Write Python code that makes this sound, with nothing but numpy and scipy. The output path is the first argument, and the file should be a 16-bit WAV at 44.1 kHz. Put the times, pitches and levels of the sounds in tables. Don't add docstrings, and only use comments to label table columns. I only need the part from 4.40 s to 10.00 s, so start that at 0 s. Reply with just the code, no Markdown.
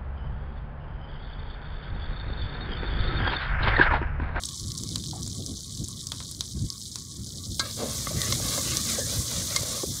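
import sys
import numpy as np
from scipy import signal
from scipy.fft import rfft, irfft, next_fast_len
from scipy.io import wavfile
from scipy.ndimage import uniform_filter1d

SR = 44100
rng = np.random.default_rng(int(sys.argv[2]) if len(sys.argv) > 2 else 0)


def digitize_waveform(pressure):
    field = np.atleast_2d(pressure).T
    bounded = np.clip(field, -1, 1)
    quanta = np.round(bounded * 32767).astype(np.int16)
    wavfile.write(sys.argv[1], SR, quanta)


N = 246959
TIME = np.arange(N) / SR

# t/s, level/dB
FRYING_LEVEL = [(0.0, -38.5), (1.18, -40.5), (2.1, -41), (2.23, -43.5), (2.4, -39.5), (2.73, -43),
                (3.55, -34.5), (3.87, -39), (3.99, -36), (4.35, -30.5), (4.63, -34), (5.08, -32.5),
                (5.6, -35)]
# t/s, share of the frying that is fizz/0-1
FRESH_PASTE = [(0, 0.11), (3.1, 0.22), (3.5, 0.96), (4.1, 0.97)]
# f/Hz, level/dB
CRACKLE_TONE = [(1000, -50), (2700, -64), (2990, 7.5), (3700, 16.5), (5300, 16.5), (7500, 14), (10000, 7.5),
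                (11300, -5), (13000, -17), (15500, -31)]
# f/Hz, level/dB
FIZZ_TONE = [(1000, -32), (2600, -27), (3400, -2), (4500, -2.5), (6400, 1), (8000, -2.5), (10000, -6),
             (11500, -12.5), (13000, -9), (15500, -5.5)]
def frying():
    level_db, fresh = curve(FRYING_LEVEL), curve(FRESH_PASTE)
    _, _, swell_db = stirring()
    coarse = clicks(per_s=1700 * from_db(4 * drift(per_s=35)), spread_db=5.4, limit=3.2)
    pops = bubbles(coarse, width_hz=1000, snap=.22, echo_s=.003, scatter=.055)
    crackle = steady(colour(pops, CRACKLE_TONE), samples=7000)
    fine = clicks(per_s=5500, spread_db=5, limit=2.93)
    fizz = colour(bubbles(fine, width_hz=1600, snap=.088, echo_s=.012, scatter=.078), FIZZ_TONE)
    thin_fizz = cut(fizz, 3630, "high", order=8)
    thickness = np.clip((fresh - .2) * 2, 0, 1)
    fizz = steady(thickness * fizz + (1 - thickness) * thin_fizz, samples=4000)
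    mix = from_db(-.93) * np.sqrt(1 - fresh) * crackle + np.sqrt(fresh) * fizz
    return from_db(level_db + swell_db) * mix


def bubbles(train, width_hz, snap, echo_s, scatter, count=16):
    pitch_index = rng.integers(0, count, N)
    noise = rng.standard_normal(N)
    fade = np.exp(-2 / (echo_s * SR))
    out = np.zeros(N)
    for k, hz in enumerate(np.linspace(3200, 13000, count)):
        pops = train * (pitch_index == k)
        energy = signal.lfilter([1], [1, -fade], pops ** 2 + 1e-18)
        echoes = pops + scatter * np.sqrt(energy) * np.roll(noise, k * N // count)
        out += resonance(echoes, hz, width_hz) + snap * echoes
    return out


# t/s, relative level/dB, f/Hz, relative level of the low body/dB
SPITS_AND_CRACKS = [(.0363, -13, 3670, -41.5), (.0558, -14.5, 8250, -59), (.088, -17, 3920, -48),
                    (.198, -18, 5350, -66), (.3182, -17, 4760, -70), (.3772, -14.5, 6500, -67),
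                    (.3857, -17, 6800, -58), (.4355, -14, 5750, -49), (.4898, -18.5, 5000, -68),
                    (.5341, -25, 4500, -68), (.5578, -9.5, 3800, -34.5), (.6384, -20.5, 3800, -49),
                    (.6605, -21, 3700, -69), (.7108, -19, 4550, -68), (.8316, -17, 5200, -66),
                    (.8637, -21, 4900, -47), (.8764, -17.5, 7500, -45.5), (1.023, -24, 3860, -66),
                    (1.0626, -15.5, 6060, -65), (1.2064, -25, 6300, -68), (1.3746, -20.5, 4860, -72),
                    (1.443, -16, 6300, -59), (1.4843, -17.5, 7400, -54), (1.6697, -13.5, 5630, -50),
                    (1.7194, -13, 3770, -29.5), (1.804, -30, 3670, -33.5), (1.9131, -18, 9800, -49),
                    (2.0081, -8, 4330, -34.5), (2.3021, -12, 4650, -55), (2.4152, -23, 4440, -72),
                    (2.5573, -14, 5530, -36.5), (3.311, -19.5, 5000, -62), (3.817, -9, 4270, -50),
                    (4.37, -4, 6200, -42)]
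# f/Hz, level/dB
LOW_BODY_TONE = [(450, 0.5), (800, -6), (1090, 6), (1320, -1.5), (2700, -9.5), (4000, 3)]
def spits_and_cracks():
    out = np.zeros(N)
    for start, db, hz, body_db in SPITS_AND_CRACKS:
        echoes = burst(fade_s=.0025, scatter=.17)
        spatter = resonance(echoes, hz, width_hz=1800) + .1 * cut(echoes, 10000, "low")
        spatter = cut(spatter, 3100, "high", order=10)
        add(out, start, db - 3, cut(spatter, 9450, "low", order=4))
        snap = cut(burst(fade_s=.0012, scatter=.058), 11000, "high", order=4)
        add(out, start, db - 13, snap)
        low_body = colour(burst(fade_s=.025, scatter=.035), LOW_BODY_TONE)
        add(out, start, body_db + 11.5, low_body)
    return out


# t/s, length/s, scrape level/dB, level of the push on the paste/dB, hiss swell/dB
SPATULA_STROKES = [(3.185, 0.069, -41, -45, -3), (3.36, 0.079, -41.5, -31.5, -1.5),
                   (3.46, 0.44, -47, -56.5, 1.5), (3.751, 0.2, -41, -47.5, 6), (3.989, 0.2, -38, -43.5, 4),
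                   (4.217, 0.16, -39, -49, 0), (4.424, 0.17, -40, -47, 3.5),
                   (4.638, 0.13, -40.5, -42.5, 2.5), (4.847, 0.16, -41, -45, 1),
                   (5.061, 0.16, -39.5, -44, 0.5), (5.239, 0.14, -43, -42.5, 1.5)]
def stirring():
    bite_s, ease_s = .069, .05
    starts, lengths, scrape_db, push_db, swell_db = np.transpose(SPATULA_STROKES)
    age = TIME - starts[:, None]
    bite = np.clip(age / bite_s, 0, 1)
    ease = np.exp(-np.maximum(age - lengths[:, None], 0) / ease_s)
    pressure = bite * ease
    return from_db(scrape_db) @ pressure, from_db(push_db) @ pressure, swell_db @ pressure


# f/Hz, level/dB
GRIT_TONE = [(400, -0.5), (900, -18), (1130, 6), (1500, -3), (2100, 0.5), (2600, -5), (4000, 4.5)]
def scraping():
    scrape, push, _ = stirring()
    slips = clicks(per_s=1200, spread_db=1)
    grind = wall_echo(colour(slips, GRIT_TONE)) + from_db(-16) * unit_power(pot_ring(slips, height=.7))
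    grind = from_db(2.2 * drift(per_s=30)) * steady(grind, samples=3000)
    churn = air_pockets(clicks(per_s=130, spread_db=3), low_hz=330, high_hz=2300, width_hz=60)
    squelch_tone = [(230, 11.5), (390, -3.5), (500, 12), (620, 9), (760, -4), (1080, -4.5), (1500, -14)]
    squelch = colour(clicks(per_s=550, spread_db=1), squelch_tone)
    return scrape * (grind + from_db(-12) * churn) + push * steady(squelch, samples=3000)


def wall_echo(scrape):
    delay_s = .002053 * from_db(2.14 * drift(per_s=7))
    return scrape + .6 * np.interp(TIME - delay_s, TIME, scrape)


# t/s, peak level/dB, treble limit f/Hz, chatter fade/s,
# then pot ring, blade ring and thud (each level/dB against the clack), height up the wall/0-1
SPATULA_KNOCKS = [(3.1948, -12.5, 7500, 0.0077, 1, -13.5, -19, 0.68),
                  (3.67, -18, 1600, 0.0021, -6, -7.5, -5.5, 0.17),
                  (3.924, -8, 6000, 0.0032, -20, -12, -15, 0.1), (4.176, -23, 1420, 0.013, -26, -15, 2, 0),
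                  (5.162, -5.5, 8850, 0.0043, -31, -9, -22, .5)]
# f/Hz, level/dB
CLACK_TONE = [(300, 9), (800, -30), (1070, 12), (1400, 0.5), (1800, -3.5), (2700, -2), (3600, 13),
              (6000, 13.5), (9000, 6.5), (15000, 5)]
def knocks():
    blade_hz, thud_hz = 2127, 550
    out = np.zeros(N)
    for start, db, treble_hz, fade_s, pot_db, blade_db, thud_db, height in SPATULA_KNOCKS:
        force = cut(burst(fade_s, scatter=.26), treble_hz, "low", order=3)
        clack = colour(force, CLACK_TONE)
        ring = from_db(pot_db) * unit_power(pot_ring(force, height))
        blade = from_db(blade_db) * unit_power(resonance(force, blade_hz, width_hz=35))
        bottom = resonance(force, thud_hz, width_hz=150)
        thud = from_db(thud_db) * unit_power(resonance(bottom, thud_hz, width_hz=150))
        add(out, start, db, clack + ring + blade + thud)
    return out


# f/Hz, level/dB, time to fade by 60 dB/s, extra level when hit at the top/dB
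POT_NOTES = [(1067, 8, .1, 8.5), (1130, 18.5, 0.04, -13), (1317, -3.5, 0.18, 13), (1464, -3.5, 0.09, 12),
             (1628, -11, 0.16, 17), (2237, -11, 0.12, 8), (4140, 14, 0.041, 3), (4594, 8.5, .045, 3)]
def pot_ring(force, height=0):
    out = 0
    for k, (hz, db, ring_s, wall_db) in enumerate(POT_NOTES):
        fade = from_db(-60 / (ring_s * SR))
        step = 2 * np.pi * hz / SR
        note = signal.lfilter([np.sin(step)], [1, -2 * fade * np.cos(step), fade * fade], force + 1e-18)
        out = out + (-1) ** k * from_db(db + height * wall_db) * note
    return out


# t/s, length/s, first f/Hz, last f/Hz, level/dB
BLADE_RASPS = [(3.755, 0.14, 2037, 1764, -42), (4.245, 0.12, 3000, 2550, -42), (4.24, 0.16, 350, 310, -44),
               (4.3, 0.43, 205.3, 247.6, -41.5), (4.47, .12, 2290, 1880, -48),
               (4.51, 0.19, 1514, 1850, -45.5)]
def rasps():
    out = np.zeros(N)
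    for start, length, first_hz, last_hz, db in BLADE_RASPS:
        progress = np.clip((TIME - start) / length, 0, 1)
        phase = 2 * np.pi * np.cumsum(first_hz + (last_hz - first_hz) * progress) / SR
        rough_note = sum(drift(per_s=first_hz / 6) * wave(phase) for wave in (np.cos, np.sin))
        out += from_db(db) * np.sin(np.pi * progress) * steady(rough_note, samples=2500)
    return out


# t/s, peak level/dB, f/Hz, fade/s
PASTE_SLAPS = [(0.393, -48.5, 1100, 0.022), (.729, -34, 760, 0.013), (.755, -39, 745, 0.028),
               (1.488, -49, 1110, 0.033), (3.401, -24.5, 540, 0.0081), (3.436, -27, 438, .005),
               (3.458, -30, 514, .006), (3.706, -30.5, 580, 0.011), (4, -28, 527, 0.0048),
               (4.579, -25, 487, 0.023), (5.231, -27, 510, 0.0029), (5.434, -21.5, 382, 0.0045)]
def slaps():
    out = np.zeros(N)
    for start, db, hz, fade_s in PASTE_SLAPS:
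        flop = resonance(burst(fade_s, scatter=.6), hz, width_hz=200)
        add(out, start, db, resonance(flop, hz, width_hz=216))
    return out


# t/s, relative level/dB
SIMMER_LEVEL = [(0, -35.5), (1.35, -42.5), (2.9, -40), (3.17, -45), (3.5, -31)]
def simmer():
    tick_tone = [(550, 5), (800, .5), (1150, -3.5), (1500, -5), (2200, -5), (2600, -18)]
    ticks = colour(clicks(per_s=1500, spread_db=.5), tick_tone)
    ring = unit_power(pot_ring(ticks * flicker(depth_db=8, per_s=18)))
    air_notes_hz = np.geomspace(1150, 2400, 9)
    hollow = sum(resonance(ticks, hz, width_hz=90) * from_db(5.5 * drift(per_s=16))
                 for hz in air_notes_hz)
    hollow = unit_power(cut(hollow, 2300, "low", order=6))
    blips = air_pockets(clicks(per_s=90, spread_db=3), low_hz=850, high_hz=2450, width_hz=70)
    mutter = from_db(-39) * ticks + from_db(-24) * ring + from_db(-29) * hollow
    fits = unit_power(flicker(depth_db=3.5, per_s=14))
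    return from_db(curve(SIMMER_LEVEL)) * (fits * mutter + from_db(-34) * blips)


def air_pockets(train, low_hz, high_hz, width_hz, count=14):
    pitch_index = rng.integers(0, count, N)
    out = np.zeros(N)
    for k, hz in enumerate(np.geomspace(low_hz, high_hz, count)):
        ring = resonance(train * (pitch_index == k), hz, width_hz)
        out += resonance(ring, hz, hz / 4)
    return unit_power(out)


# f/Hz, level/dB
ROAR_TONE = [(33, -18.5), (60, 0), (110, 1.5), (170, -5), (240, -9.5), (340, -14), (480, -28.5), (800, -57)]
def fire():
    deep_db, upper_db = flame_levels()
    roar = colour(rng.standard_normal(N), ROAR_TONE)
    deep = steady(cut(roar, 190, "low"), samples=1400)
    upper = steady(cut(roar, 190, "high"), samples=1400)
    return from_db(deep_db) * deep - from_db(upper_db + drift(per_s=25)) * upper


# f/Hz, level/dB
TONGUE_TONE = [(200, -10), (300, 1.5), (560, -6), (750, -11.5), (1000, -40)]
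def flame_tongues():
    _, upper_db = flame_levels()
    tongues = colour(rng.standard_normal(N), TONGUE_TONE) * flicker(depth_db=6, per_s=45)
    return from_db(upper_db - 9.5) * unit_power(tongues)


# t/s, level/dB
BURN_LEVEL = [(0, -46), (.18, -47), (.5, -38.5), (1.1, -40.5), (1.35, -44.5), (2, -43.5), (2.45, -48),
              (3.9, -36.5), (5.6, -44)]
# peak t/s, deep swirls' level/dB, higher swirls' level/dB
FLARE_UPS = [(.24, -33.5, -58), (.29, -32.5, -61), (0.431, -56, -41.5), (1, -39, -40), (1.11, -57, -39.5),
             (1.42, -32.5, -38), (1.59, -57, -49), (2.17, -29.5, -47), (2.235, -25.5, -44.5),
             (2.81, -35.5, -70), (3.111, -32.5, -53), (3.77, -29.5, -37.5), (4.789, -27.5, -43),
             (4.98, -34, -48), (5.215, -34, -51), (5.5, -36, -40)]
def flame_levels():
    flare_s, upper_offset_db = .021, -8.5
    burn_db = curve(BURN_LEVEL) + 2.3 * drift(per_s=22)
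    power = from_db([burn_db, burn_db + upper_offset_db]) ** 2
    for peak_s, *levels_db in FLARE_UPS:
        flare = np.exp(-np.minimum(((TIME - peak_s) / flare_s) ** 2, 20))
        power += np.outer(from_db(levels_db) ** 2, flare)
    return 10 * np.log10(power)


def clicks(per_s, spread_db, limit=2.2):
    sizes = from_db(spread_db * np.minimum(rng.exponential(1, N), limit))
    return sizes * rng.choice([-1, 1], N) * (rng.random(N) < per_s / SR)


def burst(fade_s, scatter):
    t = TIME[:SR // 4]
    out = scatter * rng.standard_normal(len(t)) * np.exp(-t / fade_s)
    out[0] = 1
    return out


def drift(per_s):
    turns = np.arange(0, N / SR + 1, 1 / per_s)
    return np.interp(TIME, turns, rng.standard_normal(len(turns)))


def flicker(depth_db, per_s):
    return from_db(depth_db * np.tanh(drift(per_s)))


def colour(x, tone):
    size = next_fast_len(len(x) + SR // 4, real=True) // 2 * 2
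    hz, db = np.transpose(tone)
    octave = np.log2(np.maximum(np.arange(size // 2 + 1) * SR / size, 1))
    octaves_outside = np.abs(octave - np.clip(octave, np.log2(hz[0]), np.log2(hz[-1])))
    gain = from_db(np.interp(octave, np.log2(hz), db) - 18 * octaves_outside)
    cepstrum = irfft(np.log(gain))
    cepstrum[0] = 0
    response = np.exp(rfft(2 * cepstrum[:size // 2], size))
    return unit_power(irfft(rfft(x, size) * response)[:len(x)])


def cut(x, hz, keep, order=2):
    return signal.sosfilt(signal.butter(order, hz, keep, fs=SR, output="sos"), x)


def resonance(x, hz, width_hz):
    fade = np.exp(-np.pi * width_hz / SR)
    feedback = [1, -2 * fade * np.cos(2 * np.pi * hz / SR), fade * fade]
    return signal.lfilter(np.array([1, 0, -1]) * (1 - fade * fade) / 2, feedback, x + 1e-18)


def steady(x, samples):
    power = uniform_filter1d(uniform_filter1d(x ** 2, samples), samples)
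    return x / np.sqrt(np.abs(power) + 1e-12)


def add(track, start_s, db, sound):
    at = int(start_s * SR)
    track[at:at + len(sound)] += (from_db(db) * sound / np.abs(sound).max())[:N - at]


def curve(points):
    return np.interp(TIME, *np.transpose(points))


def from_db(db):
    return 10 ** (np.asarray(db) / 20)


def unit_power(x):
    return x / np.sqrt(np.mean(x ** 2) + 1e-20)


def scene():
    cooking = frying() + spits_and_cracks() + simmer()
    spatula = scraping() + rasps() + knocks()
    mono = cooking + spatula + slaps() + fire() + flame_tongues()
    return np.array([mono, mono])


def record(dry):
    cutoff_hz = 15600
    return signal.sosfilt(signal.ellip(10, .2, 80, cutoff_hz, fs=SR, output="sos"), dry)


dry = scene()
out = record(dry)
digitize_waveform(out)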